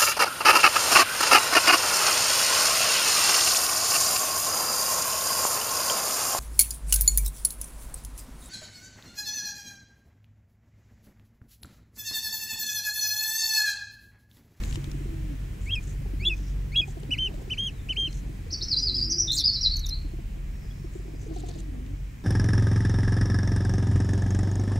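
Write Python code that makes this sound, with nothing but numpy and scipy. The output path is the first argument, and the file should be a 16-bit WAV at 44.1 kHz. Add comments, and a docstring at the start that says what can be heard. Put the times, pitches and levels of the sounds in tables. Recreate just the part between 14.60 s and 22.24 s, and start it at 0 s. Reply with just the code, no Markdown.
"""Pigeons feed on a park lawn: crop puffs and rolled coos, a low mutter, noise ticks, grassy rustles.
A near bird whistles six phrases and two peeps as near-pure gliding tones.
A farther songbird warbles among echoing trees, with faint calls; a third twitters in glides and chips.
An idling engine and a slowing vehicle rumble as low tones under banded noise of traffic and city."""
import sys
import numpy as np
from scipy import signal
from scipy.io import wavfile
from scipy.ndimage import uniform_filter1d

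SR = 44100
rng = np.random.default_rng(int(sys.argv[2]) if len(sys.argv) > 2 else 0)


def inscribe(sig):
    """Save sig as 16-bit PCM at rate SR to the path in sys.argv[1].

    A 1-D sig is mono; a 2-D sig holds one channel per row.
    Samples are clipped to [-1, 1] before scaling.
    """
    pcm = np.round(np.clip(np.atleast_2d(sig).T, -1, 1) * 32767)
    wavfile.write(sys.argv[1], SR, pcm.astype(np.int16))


N = 336924


def amp(db):
    """Decibels to gain."""
    return 10 ** (np.asarray(db) / 20)


def rms_one(x):
    """Scales to unit rms."""
    return x / np.sqrt(np.mean(x ** 2) + 1e-20)


def in_time(rows):
    """Columns of a curve at every sample."""
    s, *columns = np.transpose(rows)
    return [np.interp(np.arange(N) / SR, s, c) for c in columns]


def at_hz(points, hz):
    """Reads a spectrum on a log-frequency axis."""
    point_hz, values = np.transpose(points)
    return np.interp(np.log(hz), np.log(point_hz), values)


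def drift(rate_hz):
    """Random wander of spread 1: noise through two equal poles at SR / 40, interpolated."""
    step = 40
    r = np.exp(-2 * np.pi * rate_hz * step / SR)
    warmup = 2000
    noise = rng.standard_normal(N // step + warmup + 2)
    slow = signal.lfilter([1], [1, -2 * r, r * r], noise)[warmup:]
    return np.interp(np.arange(N) / step, np.arange(len(slow)), rms_one(slow))


def resonance(x, hz, width_hz):
    """Two-pole resonance with gain 1 on top."""
    r = np.exp(-np.pi * width_hz / SR)
    zeros = (1 - r * r) / 2 * np.array([1, 0, -1])
    poles = [1, -2 * r * np.cos(2 * np.pi * hz / SR), r * r]
    return signal.lfilter(zeros, poles, x)


def note(rows, edge_s, waver=np.zeros(N)):
    """Samples, phase, fade (sine to unit rms) and level gains of a note; waver bends pitch by a share."""
    s, hz, *levels_db = np.transpose(rows)
    at = np.arange(int(s.min() * SR), min(int(s.max() * SR), N))
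    t = at / SR
    fade = np.clip(np.minimum(t - s.min(), s.max() - t) / edge_s, 0, 1)
    cycles = np.cumsum(np.interp(t, s, hz) * (1 + waver[at])) / SR
    phase = 2 * np.pi * (cycles + rng.random())
    return at, phase, np.sqrt(2) * fade, [amp(np.interp(t, s, db)) for db in levels_db]


def glide(row, strength=((1, 0), (2, 0))):
    """Curve rows of a glide with one rounded turn, an even swell or fade and a pitch-dependent strength."""
    start_s, turn_s, end_s, start_hz, turn_hz, end_hz, level_db, swell_db = row
    s = np.linspace(start_s, end_s, 40)
    hz = np.interp(s, (start_s, turn_s, end_s), (start_hz, turn_hz, end_hz))
    hz = uniform_filter1d(hz, size=7, mode="nearest")
    db = level_db + np.linspace(-.5, .5, len(s)) * swell_db + at_hz(strength, hz)
    return np.transpose([s, hz, db])


def air(patchy_db):
    """Traffic wash and city hiss: third-octave stereo noise, each band with its own level and flicker."""
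    # relative noise density: hz, density_db (per Hz)
    density = [(20, -8.5), (45, -5.5), (100, -8.5), (180, -16), (400, -31), (700, -36), (1350, -41.5),
               (1800, -38), (2400, -38.5), (3300, -46), (5000, -48.5), (7000, -47.5), (10000, -55),
               (15500, -55)]
    # left-right correlation: hz, likeness (-1 to 1)
    likeness = [(60, 1.0), (130, 0.94), (290, 0.66), (640, -0.8), (1410, 0.13), (3100, 0.28), (6820, 0.5),
                (15000, 1)]
    wash_db, ebb_db_per_s = -36, -0.47
    start_db, start_fade_s = 6.5, 0.19   # extra level at the start
    out = 0
    edges_hz = 20 * 2 ** np.arange(0, 10.1, 1 / 3)
    white = rng.standard_normal((2, 2, N))
    for k, (low, high) in enumerate(zip(edges_hz, edges_hz[1:])):
        band = signal.butter(2, [low, high], "band", fs=SR, output="sos")
        mid, side = signal.sosfilt(band, white[k % 2])   # neighbours use separate noise
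        hz = np.sqrt(low * high)
        alike = np.clip(at_hz(likeness, hz), -1, 1)
        gain = amp(at_hz(density, hz) + patchy_db * drift(1.23))
        out = out + gain * (np.sqrt(1 + alike) * mid + np.sqrt(1 - alike) * side * [[1], [-1]])
    t = np.arange(N) / SR
    level_db = wash_db + ebb_db_per_s * t + start_db * np.exp(-t / start_fade_s)
    return amp(level_db) * rms_one(out)


def engine():
    """A wavering firing throb with its octave, a third-order drone, and a second vehicle slowing down."""
    # idling levels: time_s, throb_db, drone_db
    levels = [(0.0, -29.5, -47), (0.21, -34.5, -36.5), (1.0, -33.5, -49), (1.47, -30.5, -39),
              (1.74, -29, -52.5), (2.02, -30.5, -36), (2.62, -39, -46), (3.23, -43, -48), (3.57, -31, -41),
              (3.89, -45, -52), (4.3, -32.5, -48.5), (4.76, -44.5, -44.5), (4.89, -39.5, -60),
              (5.19, -35, -49.5), (6.0, -38, -48), (7.47, -33.5, -48), (7.53, -53, -63), (7.64, -40, -55)]
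    # slowing vehicle: start_s, turn_s, end_s, start_hz, turn_hz, end_hz, level_db, swell_db
    passing = (5, 5, 6, 41, 36, 34, -35, -11)
    throb_hz = 46.4
    throb_db, drone_db = in_time(levels)
    phase = 2 * np.pi * np.cumsum(throb_hz * (1 + .01 * drift(3.43))) / SR
    throb = np.sin(phase) * amp(2.1 * drift(22))
    throb = throb + amp(-12.5 + 3.7 * drift(14)) * np.sin(2 * phase)
    drone_phase = 2 * np.pi * np.cumsum(3 * throb_hz * (1 + 0.008 * drift(3.52))) / SR
    drone = np.sin(drone_phase) * amp(2.1 * drift(7.5))
    out = amp(throb_db) * rms_one(throb) + amp(drone_db) * rms_one(drone)
    at, phase, fade, (level,) = note(glide(passing), edge_s=0.055)
    out[at] += fade * level * (np.sin(phase) + amp(-7) * np.sin(2 * phase))
    return out


def murmur():
    """Many throats blur into a lumpy low mutter: wide stereo noise through throat resonances."""
    # swells and lulls: centre_s, change_db
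    swells = [(0.05, 3.5), (2.8, 6.5), (5.1, -16), (6.8, 9.5), (7.6, -11)]
    base_db, swell_s = -56, 0.18
    noise = rng.standard_normal((3, N)) * amp(3.5 * drift(16))
    opposed = 0.69 * noise[0] * np.array([[1], [-1]])
    voices = opposed + noise[1:] + .5 * noise[1]
    throat = resonance(resonance(voices, 270, 260), 270, 260)
    overtone = resonance(resonance(voices, 620, 180), 620, 180)
    t = np.arange(N) / SR
    level_db = base_db + sum(db * np.exp(-((t - s) / swell_s) ** 2) for s, db in swells)
    return amp(level_db) * (rms_one(throat) + amp(-19.0) * rms_one(overtone))


def rustle():
    """Feathers and feet brush the grass: swells of clumped noise grains, a bright band over a duller body."""
    # brushes: start_s, end_s, bright_level_db, bright_centre_hz
    brushes = [ (0, 0.194, -52.5, 6700), (0.096, 0.346, -62, 6060), (0.13, 0.17, -50, 5000),
               (0.996, 1.107, -58, 7204), (1.19, 1.357, -55.5, 6700), (1.677, 1.981, -59, 5530),
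               (2.242, 2.338, -56.5, 6880), (2.396, 2.41, -57, 8000), (2.72, 2.86, -66, 7500),
               (3.494, 3.628, -53.5, 6200), (4.2, 4.27, -56, 6600), (4.334, 4.48, -59, 6700),
               (6.298, 6.41, -63, 7100), (6.565, 6.706, -61, 6500), (6.657, 7.082, -59.5, 4300),
               (6.736, 6.774, -53.5, 6000), (6.777, 6.817, -53, 6900), (6.853, 6.91, -53.5, 6100),
               (6.952, 6.972, -58, 6500), (6.98, 7.012, -52, 6270), ]
    out = np.zeros((2, N))
    clumps = amp(2.5 * rng.exponential(1, N) + 3.4 * drift(70))
    noise = rng.standard_normal((3, N)) * clumps
    grains = noise[0] + 0.61 * noise[1:]   # shared part plus one per channel
    for start, end, level_db, hz in brushes:
        at = slice(int(start * SR), int(end * SR))
        bright = resonance(resonance(grains[:, at], hz, 2300), hz, 2300)
        body = resonance(resonance(grains[:, at], 3600, 2000), 3600, 2000)
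        brush = rms_one(bright) + amp(-8) * rms_one(body)
        out[:, at] += amp(level_db) * brush * signal.windows.tukey(brush.shape[1], .6)
    return out


def ticks():
    """Beak and claw ticks: millisecond noise bursts through a broad resonance, a little to the left."""
    # ticks: start_s, peak_db (before panning), centre_hz
    tick_rows = [(0.0358, -28, 2550), (0.049, -35, 7300), (0.057, -38, 7500), (0.11, -36, 2300),
                 (0.1262, -29, 3260), (0.1566, -28.5, 2630), (0.2418, -34.5, 2320), (0.315, -35.5, 5180),
                 (2.4324, -40, 2550), (2.7405, -41, 2130), (3.528, -37, 4206), (7.263, -42, 2470)]
    pan_db = np.array([[2.5], [-2.5]])
    out = np.zeros((2, N))
    t = np.arange(int(0.004 * SR)) / SR
    for s, peak_db, hz in tick_rows:
        noise = rng.standard_normal((3, len(t))) * np.exp(-t / 0.0046)
        burst = noise[0] + 2.0 * noise[1:]
        burst = resonance(burst, hz, 2200) + 0.044 * np.diff(burst, prepend=0)
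        at = int(s * SR)
        out[:, at:at + len(t)] += amp(peak_db + pan_db) * burst / np.abs(burst).max()
    return out


def pigeons():
    """Clucks are short falling puffs from the inflated crop; coos are long and rolled."""
    # clucks: start_s, nominal_level_db, nominal_pitch_hz, octave_db (re fundamental)
    clucks = [(0.171, -31, 320, -30), (0.273, -35, 322, -27), (0.342, -32, 300, -28),
              (0.407, -33, 310, -28), (0.455, -35.5, 356, -28), (1.412, -38.5, 276, -8),
              (1.455, -40.5, 396, -5), (1.532, -32.5, 297.2, -14), (2.2, -38.5, 324, -2.5),
              (2.278, -40.5, 388, 0), (2.368, -35.5, 340, -6.5), (2.428, -40.5, 422, -14),
              (2.68, -42.5, 400, -10), (2.775, -37, 320, -15), (2.815, -40.5, 400, -10),
              (3.425, -42.5, 300, -18), (3.69, -38, 320, -18), (2.49, -34.5, 280, -11),
              (2.738, -38.5, 298, -0.5), (2.873, -37, 384, -15), (3.297, -40, 319, -4.5),
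              (3.378, -39, 402, -10), (3.475, -34.5, 309, -16), (3.863, -42, 460, -18),
              (3.924, -37, 300, -9), (4.022, -39, 356, -12), (5.446, -33.5, 290, -21),
              (5.534, -36, 330, -15), (5.585, -37.5, 345, -9.5), (6.242, -34.5, 343, -18),
              (6.353, -31, 359, -26), (6.48, -37, 313, -17), (6.535, -35, 298, -15),
              (6.663, -36.5, 430, -22), (6.708, -35, 330, -10), (6.761, -34, 364, -1.5),
              (6.834, -34, 365, -2), (6.885, -38, 363, -5), (6.955, -38.5, 300, -3.5),
              (6.395, -39, 360, -15), (6.452, -42, 380, -17), (7.195, -43, 377, -15)]
    # coos: start_s, turn_s, end_s, start_hz, turn_hz, end_hz, level_db, swell_db
    coos = [ (.47, 0.68, .77, 334, 311, 249, -47, -1), (1.611, 1.699, 1.88, 385, 336, 286, -50, -7),
            (2.481, 2.541, 2.7, 292, 249, 424, -54, -3), (3.601, 3.72, 3.73, 268, 286.4, 304.4, -52.5, 3),
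            (4.24, 4.301, 4.55, 454, 355.2, 320.5, -49, 1),
            (4.469, 4.601, 4.84, 321, 350.5, 282.6, -52, -4),
            (4.1, 4.261, 4.53, 290.5, 262.8, 232.5, -49, 8), (6.678, 6.78, 6.87, 330.3, 308, 288, -47, -4),
            (6.9, 6.981, 7.1, 358, 331.3, 304, -52.5, 0), (7.079, 7.18, 7.36, 299.6, 238, 298.5, -45, -4.5),
            ]
    out = np.zeros((2, N))
    sides = np.array([[.5], [-.5]])   # phase offset between channels
    t = np.arange(int(.06 * SR)) / SR
    puff = (t / 0.0067 * np.exp(1 - t / 0.0059)) ** 1.5
    for s, level_db, hz, octave_db in clucks:
        phase = 2 * np.pi * hz * t * (1.04 - 2.3 * t) + 1.05 * sides
        tone = np.sin(phase) + amp(octave_db) * np.sin(2 * phase)
        at = int(s * SR)
        out[:, at:at + len(t)] += amp(level_db + 1.5) * puff * tone
    roll = amp(3.6 * drift(35))
    for row in coos:
        at, phase, fade, (level,) = note(glide(row), edge_s=0.011)
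        phase = phase + 1.02 * sides
        out[:, at] += fade * level * roll[at] * (np.sin(phase) + amp(-20) * np.sin(2 * phase))
    return out


def leap_notes():
    """Leaping whistles: a climb, a break to the top register with a squeak, and a drop."""
    # leaps: break_s, climb_s, top_s, drop_s, top_hz, top_last_hz, drop_hz,
    # top_db, climb_end_db, drop_db, squeak_db, overtones_db
    leaps = [(1.106, 0.047, 0.045, 0.052, 3282, 3170, 2450, -24.5, -33, -33.5, -60, -9),
             (1.65, .055, .044, 0.059, 3480, 3534, 2556, -19, -34, -30, -39, 1),
             (2.158, 0.041, 0.054, 0.038, 3418, 3180, 2440, -17.5, -28, -30.5, -43, 2.5)]
    # top: share_of_length, share_of_top_pitch, share_of_way_to_last_pitch, change_db
    top_shape = [(0, .947, 0, -9), (.6, 1.0, 0, -0.5), (.82, 1.0, 0.25, -1), (1, 1.0, 1, -6.5)]
    # drop: share_of_length, share_of_pitch, change_db
    drop_shape = [(0, 1.14, -3), (.22, 1.03, -0.5), (.75, .99, -3), (1, .98, -22)]
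    climb_hz, climb_start_db = (2060, 2380, 2900), (-50, -41)   # start, middle, end; start, middle
    overlap_s = 0.0083   # both registers sound at the break
    squeak_s, squeak_hz = 0.018, (3750, 4000)
    drop_overtones_db = (4, -24)   # they flare as the drop starts and die along it
    notes = []
    climb_share = np.array([0, .5, 1])
    share, pitch, way, shape_db = np.transpose(top_shape)
    drop_share, drop_pitch, drop_shape_db = np.transpose(drop_shape)
    for s, climb_s, top_s, drop_s, hz, last_hz, drop_hz, db, climb_db, drop_db, squeak_db, upper_db in leaps:
        climb_times = s + overlap_s - (climb_s + overlap_s) * (1 - climb_share)
        climb = np.transpose([climb_times, climb_hz, [*climb_start_db, climb_db]])
        top = np.transpose([s + top_s * share, hz * pitch + way * (last_hz - hz), db + shape_db])
        drop_times = s + top_s + drop_s * drop_share
        drop = np.transpose([drop_times, drop_hz * drop_pitch, drop_db + drop_shape_db])
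        squeak = [(s, squeak_hz[0], squeak_db), (s + squeak_s, squeak_hz[1], squeak_db)]
        even = (upper_db, upper_db)
        notes += [(climb, even), (top, even), (drop, drop_overtones_db), (squeak, even)]
    return notes


def pair_notes():
    """Double whistles: a short and a long arch of pitch joined over a quiet low valley."""
    # pairs: start_s, valley_s, end_s, short_top_hz, short_db, long_top_hz, sag_hz, long_db,
    # valley_db, last_fall_s
    pairs = [(2.504, 2.564, 2.687, 2996, -25, 3163, 152, -27.5, -53, 0.023),
             (2.897, 2.959, 3.103, 3040, -27, 3170, -89, -29, -105, 0.039),
             (3.284, 3.348, 3.488, 3060, -28, 3210, 87, -27.5, -105, .026)]
    scoop_s, settle_s, fall_s = .012, .013, .016   # up to an arch, on to its top, down from it
    shoulder_s = .013   # foot to valley
    foot_hz, foot_db, valley_hz, last_hz = 2225, -19, 1940, 2430
    notes = []
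    for start, valley, end, short_hz, short_db, long_hz, sag_hz, long_db, valley_db, last_fall in pairs:
        down, up = valley - shoulder_s, valley + shoulder_s
        sagged_hz = long_hz - sag_hz
        short_arch = [
            (start, foot_hz, short_db + foot_db),
            (start + scoop_s, .985 * short_hz, short_db - 4.0),
            ((start + scoop_s + down - fall_s) / 2, short_hz, short_db),
            (down - fall_s, .98 * short_hz, short_db),
            (down, foot_hz, short_db + 0.87 * foot_db)]
        long_arch = [
            (up, foot_hz, long_db + foot_db),
            (up + scoop_s, .965 * long_hz, long_db),
            (up + scoop_s + settle_s, long_hz, long_db),
            (end - last_fall, sagged_hz, long_db),
            (end - 0.53 * last_fall, .945 * sagged_hz, long_db - 4.0),
            (end, last_hz, long_db + foot_db)]
        notes.append((short_arch + [(valley, valley_hz, valley_db)] + long_arch, (0, 0)))
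    return notes


def peep_notes():
    """Short peeps of steady pitch."""
    # peeps: start_s, pitch_hz, level_db
    peeps = [(4.358, 3330, -51.5), (6.105, 3355, -55)]
    peep_s, overtones_db = 0.016, (-22, -22)
    return [([(s, hz, db), (s + peep_s, hz, db)], overtones_db) for s, hz, db in peeps]


def whistler():
    """Near-pure notes; overtones swell much less than the fundamental and are coloured by the open beak."""
    main, upper = np.zeros((2, N))
    waver = .008 * drift(45)   # share of pitch
    for rows, (upper_start_db, upper_end_db) in leap_notes() + pair_notes() + peep_notes():
        at, phase, fade, (level,) = note(rows, edge_s=.004, waver=waver)
        main[at] += fade * level * np.sin(phase)
        overtones = np.sin(2 * phase) + amp(-3.0) * np.sin(3 * phase) + amp(-10.0) * np.sin(4 * phase)
        upper_gain = amp(np.linspace(upper_start_db, upper_end_db, len(at)))
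        upper[at] += upper_gain * fade * level ** 0.34 * overtones
    beak = resonance(upper + 1e-18, 3550, 2500)   # offset avoids denormals
    return main * amp(1.2 * drift(60)) + amp(-40 + 4.5 * drift(30)) * beak


def songbird(notes, octave_db, flutter_db, flutter_rate_hz, hiss_db, waver=.012):
    """Gliding sines with a weak octave; the syrinx flutters and spreads a little of each note into hiss."""
    out = np.zeros(N)
    bend = waver * drift(flutter_rate_hz)
    for rows in notes:
        at, phase, fade, (level,) = note(rows, edge_s=0.0043, waver=bend)
        out[at] += fade * level * (np.sin(phase) + amp(octave_db) * np.sin(2 * phase))
    return out * (amp(flutter_db * drift(flutter_rate_hz)) + amp(hiss_db) * rng.standard_normal(N))


def far_calls():
    """Faint straight glides from across the park, with strong flutter and waver."""
    # calls: start_s, end_s, start_hz, end_hz, level_db
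    call_rows = [(3.12, 3.22, 4030, 3570, -73.5), (3.44, 3.617, 4160, 4160, -72.5),
                 (5.89, 6.1, 5550, 5432, -79), (6.02, 6.179, 5070, 4970, -77),
                 (6.129, 6.3, 5420, 5500, -77), (6.38, 6.66, 5150, 4840, -78),
                 (6.58, 6.68, 6200, 6150, -76)]
    notes = [[(start, start_hz, db), (end, end_hz, db)] for start, end, start_hz, end_hz, db in call_rows]
    return songbird(notes, octave_db=-42, flutter_db=6.0, flutter_rate_hz=60, hiss_db=-53, waver=.022)


def warbler():
    """Warbled syllables, each a glide with one turn, strongest in the middle of the voice's range."""
    # syllables: start_s, turn_s, end_s, start_hz, turn_hz, end_hz, level_db (before range), swell_db
    syllables = [ (3.902, 3.92, 3.935, 3710, 6458, 4690, -34, 22),
                 (3.936, 3.943, 3.95, 4680, 4576, 4500, -28.5, 0.5),
                 (4.007, 4.014, 4.023, 3330, 4060, 4790, -31.5, 19),
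                 (4.021, 4.039, 4.046, 4760, 6200, 5000, -32, -8),
                 (4.082, 4.087, 4.09, 5970, 5080, 4200, -25.5, -8),
                 (4.105, 4.135, 4.157, 5150, 4112, 4086, -25.5, -2),
                 (4.165, 4.175, 4.183, 4745, 4745, 4770, -22, 1),
                 (4.179, 4.194, 4.197, 4770, 5860, 4850, -26, 2),
                 (4.217, 4.24, 4.255, 4980, 5016, 5000, -29, -2),
                 (4.265, 4.284, 4.304, 5090, 4123, 4046, -25, -5),
                 (4.341, 4.355, 4.368, 4550, 5140, 5130, -24, -6),
                 (4.38, 4.388, 4.398, 4855, 4710, 3920, -25, -17),
                 (4.41, 4.425, 4.436, 4670, 4810, 4820, -24.5, -5),
                 (4.434, 4.444, 4.462, 5010, 5480, 4770, -29, -6),
                 (4.496, 4.509, 4.525, 5140, 6250, 4710, -23, -2.5),
                 (4.522, 4.535, 4.55, 4680, 4920, 5140, -26.5, -8),
                 (4.58, 4.601, 4.63, 5370, 6120, 5300, -21, -2),
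                 (4.675, 4.693, 4.712, 3830, 3440, 3960, -23, 5),
                 (4.711, 4.722, 4.735, 3950, 4183, 4235, -25, -1),
                 (4.765, 4.799, 4.815, 5120, 3730, 3320, -27, -1.5),
                 (4.837, 4.852, 4.9, 4420, 5095, 4270, -23, -2),
                 (4.93, 4.964, 4.98, 5790, 3954, 4120, -29.5, 0),
                 (5.008, 5.017, 5.024, 5550, 5480, 5380, -24, 5),
                 (5.026, 5.06, 5.068, 5190, 3904, 4040, -26, 3),
                 (5.108, 5.13, 5.172, 4266, 4430, 4230, -32, -6),
                 (5.225, 5.241, 5.255, 4084, 3830, 3580, -36, 11),
                 (5.304, 5.328, 5.35, 4120, 4080, 4480, -38, -1), ]
    # strength over the range: hz, change_db
    voice_range = [(3100, -20), (3700, -4.5), (4600, -0.5), (5400, -2.5), (6300, -10.5)]
    notes = [glide(row, voice_range) for row in syllables]
    return songbird(notes, octave_db=-43.0, flutter_db=3.0, flutter_rate_hz=108, hiss_db=-44.5)


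def chip(s, length_s, high_hz, low_hz, db):
    """Curve rows of a falling chip: the pitch lingers up to a knee, the level swells."""
    knee_share, early_fall_share, swell_db = .35, 0.13, 10
    knee_hz = high_hz - early_fall_share * (high_hz - low_hz)
    return [(s, high_hz, db - swell_db),
            (s + knee_share * length_s, knee_hz, db - 0.76 * swell_db),
            (s + length_s, low_hz, db)]


def twitterer():
    """A trill in two simultaneous voices and falling chips, both with fast flutter."""
    # one curve per voice: time_s, pitch_hz, level_db
    trill = [
        [(4.727, 5000, -35), (4.74, 7092, -37.5), (4.755, 7377, -34), (4.768, 6400, -40), (4.776, 7200, -32),
         (4.786, 5317, -33), (4.794, 6660, -32.5), (4.801, 5120, -29.5), (4.811, 5560, -28), (4.822, 4440, -38)],
        [(4.735, 6630, -50), (4.742, 8300, -43), (4.757, 8640, -39), (4.768, 7200, -36.5)],
    ]
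    # chips: start_s, length_s, start_hz, end_hz, end_level_db
    chip_rows = [(4.715, .011, 9500, 4960, -34), (4.782, 0.0076, 8320, 6700, -27.5),
                 (5.159, 0.017, 7100, 5370, -36.5), (5.19, 0.012, 6500, 5260, -34.5),
                 (5.257, .016, 7020, 4670, -35), (5.285, .016, 6300, 4500, -33)]
    flutter = dict(flutter_db=4.5, flutter_rate_hz=430)
    voices = songbird(trill, octave_db=-15, hiss_db=-22.5, **flutter)
    chips = songbird([chip(*row) for row in chip_rows], octave_db=-10, hiss_db=-19, **flutter)
    return voices + chips


def trees(x, echo_db, scatter_db):
    """Two early echoes, and lumpy scatter from trunks and leaves that dies away."""
    # nearest trunk and ground: delay_s, relative_db
    echoes = [(.0085, -1.5), (.019, -8)]
    t60_s = .36
    t = np.arange(int(t60_s * SR)) / SR
    lumps = amp(2.3 * drift(130)[:len(t)])
    decay = amp(-60 * t / t60_s) * np.clip(t / 0.0065, 0, 1)
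    scatter = lumps * rng.standard_normal(len(t)) * decay
    response = amp(scatter_db) * scatter / np.sqrt(np.sum(scatter ** 2))
    response[0] = 1   # direct sound
    for delay_s, db in echoes:
        response[int(delay_s * SR)] += amp(db + echo_db)
    return signal.fftconvolve(x, response)[:N]


def scene():
    """Songbirds and engine in the centre, pigeons and air spread in stereo."""
    flock = murmur() + rustle() + ticks() + pigeons()
    near = trees(whistler(), echo_db=-16.5, scatter_db=-32.0)
    near = near + trees(twitterer(), echo_db=-14, scatter_db=-26.0)
    far = trees(far_calls() + warbler(), echo_db=-1.1, scatter_db=-1.5)
    return air(patchy_db=-0.83) + engine() + flock + near + far


def record(dry):
    """Cuts the top steeply with an elliptic low-pass."""
    cutoff_hz = 15700
    return signal.sosfilt(signal.ellip(12, .3, 70, cutoff_hz, fs=SR, output="sos"), dry)


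dry = scene()
out = record(dry)
inscribe(out)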